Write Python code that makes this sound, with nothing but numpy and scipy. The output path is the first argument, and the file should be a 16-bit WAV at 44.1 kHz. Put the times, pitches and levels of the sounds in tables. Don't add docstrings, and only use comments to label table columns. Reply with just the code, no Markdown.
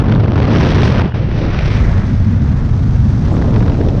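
import sys
import numpy as np
from scipy import signal
from scipy.fft import rfft, irfft
from scipy.io import wavfile
from scipy.ndimage import uniform_filter1d, minimum_filter1d

SR = 44100
rng = np.random.default_rng(int(sys.argv[2]) if len(sys.argv) > 2 else 0)


def master_out(mix):
    frames = np.transpose(np.atleast_2d(mix))
    ceiling = np.clip(frames, -1, 1)
    pcm = np.round(ceiling * 32767).astype(np.int16)
    wavfile.write(sys.argv[1], SR, pcm)


N = 176400
TIME = np.arange(N) / SR


def amp(db):
    return 10 ** (np.asarray(db) / 20)


def unit(x):
    return x / np.sqrt(np.mean(x ** 2) + 1e-20)


def curve(table, column=1):
    rows = np.array(table)
    return np.interp(TIME, rows[:, 0], rows[:, column])


def colour(x, spectrum):
    hz, db = np.transpose(spectrum)
    gain = amp(np.interp(np.log(np.fft.rfftfreq(N, 1 / SR) + 1), np.log(hz), db))
    return unit(irfft(rfft(x) * gain, N))


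def lowpass(x, hz, order=2):
    return irfft(rfft(x) / np.sqrt(1 + (np.fft.rfftfreq(N, 1 / SR) / hz) ** (2 * order)), N)


def wander(slow_hz, fast_hz):
    x = lowpass(rng.standard_normal(N), fast_hz)
    return 2 * np.tanh(unit(x - lowpass(x, slow_hz)) / 2)


def tilted(x, slope_db):
    hz, t, frames = signal.stft(x, SR, nperseg=512)
    octaves = np.log2(np.maximum(hz, 700) / 1400)[:, None]
    gain = amp(octaves * np.interp(t, TIME, slope_db))
    return signal.istft(frames * gain, SR, nperseg=512)[1][:N]


def even_noise(spectrum, span_hz, floor, evenness=1):
    x = colour(rng.standard_normal(N), spectrum)
    power = abs(lowpass(x ** 2, span_hz)) + floor
    return unit(x / power ** (evenness / 2))


def turbulence(spectrum, flutter_db):
    bursts = amp(flutter_db)
    bursts /= np.sqrt(uniform_filter1d(bursts ** 2, size=8000))
    return colour(bursts * rng.standard_normal(N), spectrum)


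RUSTLE_SWELL = (3.335, -56, 0.026)
# frequency in Hz, relative level in dB.
RUSTLE_SPECTRUM = [(4000, -27), (6200, -5), (7600, 1), (8400, -13), (10000, -11), (11500, -31)]
def rustle(rough_db=4):
    crest, db, width = RUSTLE_SWELL
    grains = rng.standard_normal(N) * amp(rough_db * wander(30, 250))
    return colour(grains, RUSTLE_SPECTRUM) * amp(db) * np.exp(-((TIME - crest) / width) ** 2)


# time in seconds, level in dB, centre in Hz.
HOWL_GLIDE = [(.9, -52, 2996), (1.11, -47.5, 2910), (1.35, -45, 2600), (1.57, -44, 2450),
              (1.59, -26.5, 2347), (1.605, -36, 2404), (1.74, -36.5, 2200), (1.87, -37, 1890),
              (2.0, -41.5, 1740), (2.15, -48, 1554), (3.0, -47.5, 1247), (3.6, -51, 1189)]
def howl(half_width_hz=380):
    band = lowpass(rng.standard_normal(N), half_width_hz, order=3)
    carrier = np.cos(2 * np.pi * np.cumsum(curve(HOWL_GLIDE, column=2)) / SR)
    return unit(band * carrier) * amp(curve(HOWL_GLIDE))


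# time in seconds, level in dB.
RUSH_LEVELS = [(0, -56), (1.3, -60.5), (1.8, -29.5), (2.3, -35), (2.9, -32.5), (3.3, -31), (4, -33.5)]
# frequency in Hz, relative level in dB.
RUSH_SPECTRUM = [(100, 1.5), (400, 6), (800, -0.5), (1400, -4), (2000, -10), (2800, -15.5), (3800, -15.5),
                 (4400, -17.5), (6100, -19), (7300, -30), (9000, -37.5), (11000, -50.5)]
def rush(crests):
    return turbulence(RUSH_SPECTRUM, flutter_db=2 * wander(2.6, 70) + crests) * amp(curve(RUSH_LEVELS))


# time in seconds, level in dB, tilt in dB per octave.
ROAR_PASSAGE = [(0, -42.5, -8.5), (1.07, -30, -4.5), (1.095, -40, -8), (1.135, -45, 0), (1.15, -29, -0.5),
                (1.26, -34.5, -0.5), (1.4, -31, 3), (1.52, -27.5, 0), (1.61, -27.5, 0.9),
                (1.74, -27.5, 2.5), (1.83, -31, -2), (1.98, -30.5, -3), (2.15, -37.5, 0), (2.6, -36.5, -4),
                (4, -78.5, -12)]
# frequency in Hz, relative level in dB.
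ROAR_SPECTRUM = [(100, -10.5), (400, 7.5), (900, 0.5), (1400, 1.5), (2100, -1), (2900, -9), (3600, -9),
                 (4200, -13), (5900, -18), (6600, -33.5), (7500, -40.5), (9000, -47), (11000, -63)]
def aircraft():
    roar = turbulence(ROAR_SPECTRUM, flutter_db=2 * wander(2.1, 51))
    return tilted(roar, curve(ROAR_PASSAGE, column=2)) * amp(curve(ROAR_PASSAGE))


# time in seconds, level in dB.
HEAVE_LEVELS = [(0, -30), (.7, -30.5), (1.1, -30), (1.4, -21.5), (1.85, -13.5), (2.2, -21), (2.75, -18.5),
                (3.2, -21.5), (4, -19)]
# frequency in Hz, relative level in dB.
HEAVE_SPECTRUM = [(8, -24.5), (22, 1), (45, 4), (70, 0.5), (110, -14.5), (250, -41), (600, -89.5)]
def heave():
    return colour(rng.standard_normal(N), HEAVE_SPECTRUM) * amp(curve(HEAVE_LEVELS))


# crest time in seconds, level in dB, pitch in Hz.
THROB_EDDIES = [(1.774, -9, 115), (1.891, -10.5, 109.4), (1.975, -10.5, 100), (2.125, -16.5, 226.7),
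                (2.195, -9, 99.75), (2.28, -12.5, 211.9), (2.419, -15, 220.2), (2.52, -19, 217.2),
                (2.658, -18, 210), (2.708, -13, 100), (2.755, -16, 44.5), (3.009, -8.5, 105),
                (3.06, -19.5, 230), (3.135, -18.5, 215)]
def throbs(waver=0.17, half_width_s=0.023):
    out = np.zeros(N)
    clock = np.cumsum(1 + waver * wander(8.3, 70)) / SR
    for crest, db, hz in THROB_EDDIES:
        swing = np.sqrt(2) * np.sin(2 * np.pi * (hz * clock + rng.random()))
        out += amp(db) * np.exp(-((TIME - crest) / half_width_s) ** 2) * swing
    return out


# peak time in seconds, pop level in dB, crack level in dB, decay in seconds.
SLAP_STRIKES = [(0.044, -23, -40, 0.0034), (.085, -19, -35, 0.0055), (0.096, -18, -30, 0.0033),
                (0.118, -14, -31, 0.0012), (0.123, -14, -21.5, .002), (0.151, -19, -23.5, 0.00054),
                (0.16, -15.5, -35, .003), (0.201, -26, -37, 0.0013), (.239, -14.5, -39, .002),
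                (.245, -15, -31, .001), (.26, -16, -36, 0.0017), (0.309, -17, -35, .001),
                (.32, -10.5, -29.5, 0.0014), (.358, -11.5, -28, 0.0024), (0.367, -19, -36, 0.0018),
                (.403, -15, -28, 0.0017), (.421, -15, -25.5, .002), (.453, -16, -28.5, 0.001),
                (0.568, -15, -27, 0.0014), (.668, -15, -23, 0.0032), (.705, -20, -20, 0.0021),
                (0.719, -23, -22, 0.00073), (0.833, -8, -13, 0.0015), (.95, -8, -31, 0.0013),
                (.997, -12, -23, 0.0012), (1.009, -25, -27, 0.0022), (1.022, -12, -31, 0.00092),
                (1.122, -23, -43, .0015), (1.142, -21, -40, .004), (1.315, -18.5, -37, 0.0024),
                (1.546, -18, -28, 0.0027), (1.589, -19, -23.5, .004), (1.658, -25, -25, .003),
                (1.68, -21, -26, 0.004), (1.773, -23, -24.5, .002), (3.368, -19, -33, .0015),
                (3.423, -17, -38, 0.0017), (3.541, -23, -31, .003), (3.561, -19, -30.5, .005),
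                (3.606, -22, -38, .003), (3.627, -19, -36, 0.0027), (3.662, -23, -37, 0.0042),
                (3.681, -20, -33, 0.0035), (3.698, -23, -35, 0.0036), (3.72, -23, -34, .002),
                (3.744, -22, -32.5, .002), (3.814, -17.5, -35, 0.0018), (3.886, -24, -31, 0.0038),
                (3.99, -26, -40, 0.0018)]
# frequency in Hz, relative level in dB.
POP_SPECTRUM = [(100, -5), (350, 10.5), (1000, 1.5), (1500, 0.5), (2400, -11), (3500, -23.5), (5800, -30.5),
                (7400, -60.5)]
CRACK_SPECTRUM = [(500, -23.5), (2200, 6), (3200, 3.5), (4200, -1), (5800, -7), (6600, -23.5),
                  (7400, -30.5), (9000, -32), (11000, -48)]
def slaps(rise_s=0.00059):
    pop_gain, crack_gain = np.zeros((2, N))
    for peak, pop_db, crack_db, decay in SLAP_STRIKES:
        t = TIME - peak
        time_constants = np.maximum(-t / rise_s, t / decay)
        envelope = np.exp(-np.minimum(time_constants, 20))
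        pop_gain += amp(pop_db) * envelope
        crack_gain += amp(crack_db) * envelope
    pop = even_noise(POP_SPECTRUM, span_hz=150, floor=0.084)
    crack = even_noise(CRACK_SPECTRUM, span_hz=150, floor=0.084)
    return pop * pop_gain + crack * crack_gain


# time in seconds, level in dB, tilt in dB per octave, raggedness in dB.
TEAR_COURSE = [(0, -27.5, -4.5, -1), (.09, -28, -6.5, 4.5), (.2, -32.5, -4.5, 5.5), (.33, -29, -4.5, 2),
               (.39, -27.5, -3, 6.5), (.47, -24.5, -2.5, 1), (.56, -22.5, -1, 1), (.7, -22.5, -0.5, 0.5),
               (.78, -24, -1.5, 2), (.85, -22.5, 1.5, 1.5), (.93, -26, -1, -1), (1.0, -19.5, -3.5, 4.5),
               (1.04, -31.5, -4, 2), (1.11, -30, -3.5, 0), (1.2, -77, -4.5, 0), (3.0, -54, -4, 4.5),
               (3.2, -53, -1.5, 3.5), (3.275, -31.5, -4, -0.5), (3.35, -39, -12, 6), (3.62, -34.5, -6, 6.5),
               (3.87, -44, -3, 6.5), (4, -45, 0, 4.5)]
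# frequency in Hz, relative level in dB.
TEAR_SPECTRUM = [(100, -14.5), (400, -11), (1000, 2.5), (2000, -3), (3200, -6.5), (4200, -11), (5800, -15),
                 (6500, -25.5), (7300, -36.5), (9000, -36.5), (11000, -58)]
def tear(crests, flow):
    unsteady = 0.88 * flow + 0.37 * wander(40, 330)
    ragged_db = curve(TEAR_COURSE, column=3) * unsteady
    tearing = turbulence(TEAR_SPECTRUM, flutter_db=ragged_db + 6 * crests)
    return tilted(tearing, curve(TEAR_COURSE, column=2)) * amp(curve(TEAR_COURSE))


# time in seconds, level in dB.
BUFFET_LEVELS = [(0, -17.5), (.3, -17), (.55, -12), (.8, -13.5), (1.02, -17.5), (1.11, -28.5), (1.16, -22),
                 (1.3, -24.5), (1.43, -15), (1.54, -24.5), (1.8, -23), (2.2, -36.5), (2.85, -43),
                 (3.22, -34), (3.31, -19.5), (3.6, -19), (3.87, -16.5), (4, -18.5)]
# frequency in Hz, relative level in dB.
BUFFET_SPECTRUM = [(40, -32), (130, 2), (210, 0.5), (350, -3), (530, -8.5), (1000, -22.5), (2000, -44),
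                   (3800, -40.5), (5800, -49), (7500, -71.5), (11000, -90.5)]
def buffet(crests, flow):
    return turbulence(BUFFET_SPECTRUM, flutter_db=3.5 * flow + crests) * amp(curve(BUFFET_LEVELS))


# start in seconds, length in seconds, depth in dB.
WIND_LULLS = [(0.026, 0.013, -9), (0.164, 0.014, -0.5), (0.252, 0.025, -4.5), (0.312, 0.0075, -8),
              (0.326, 0.026, -4), (0.457, 0.01, -7.5), (1.089, 0.051, -7), (2.585, 0.027, -3),
              (3.745, 0.027, -5.5), (3.907, 0.036, -3.5)]
def lulls(fall_s=0.0053, return_s=0.00077):
    db = np.zeros(N)
    for start, length, depth in WIND_LULLS:
        begun = (1 + np.tanh((TIME - start) / fall_s)) / 2
        lasting = (1 - np.tanh((TIME - start - length) / return_s)) / 2
        db += depth * begun * lasting
    return amp(db)


# time in seconds, level in dB.
RUMBLE_LEVELS = [(0, -10), (.4, -9.5), (.8, -10), (1.07, -12), (1.11, -16.5), (1.15, -13.5), (1.5, -17),
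                 (1.7, -14), (1.88, -13), (2.35, -11.5), (2.7, -13.5), (2.85, -10.5), (3.05, -10.5),
                 (3.3, -10.5), (4, -12)]
# frequency in Hz, relative level in dB.
RUMBLE_SPECTRUM = [(8, -32.5), (25, -19), (48, -5), (72, -0.8), (100, 0.4), (130, 0), (165, -7.5),
                   (220, -9.5), (300, -19.5), (420, -41), (900, -96)]
def rumble():
    swings = even_noise(RUMBLE_SPECTRUM, span_hz=12, floor=0.073, evenness=0.41)
    return swings * amp(curve(RUMBLE_LEVELS))


def scene():
    pressure = rumble()
    crests = np.minimum(abs(unit(pressure)), 2)
    flow = wander(slow_hz=7.7, fast_hz=92.5)
    wind = (pressure + heave() + buffet(crests, flow) + tear(crests, flow)) * lulls()
    return (wind + aircraft() + rush(crests) + slaps() + throbs() + rustle() + howl())[None]


def record(dry, ceiling=0.79, smooth_hz=160, cutoff_hz=12000):
    needed_gain = np.minimum(1, ceiling / (abs(dry[0]) + 1e-9))
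    gain = lowpass(minimum_filter1d(needed_gain, size=220), smooth_hz)
    band_limit = signal.firwin(511, cutoff_hz, window=("kaiser", 9), fs=SR)
    return signal.oaconvolve(dry * gain, band_limit[None], "same")


dry = scene()
out = record(dry)
master_out(out)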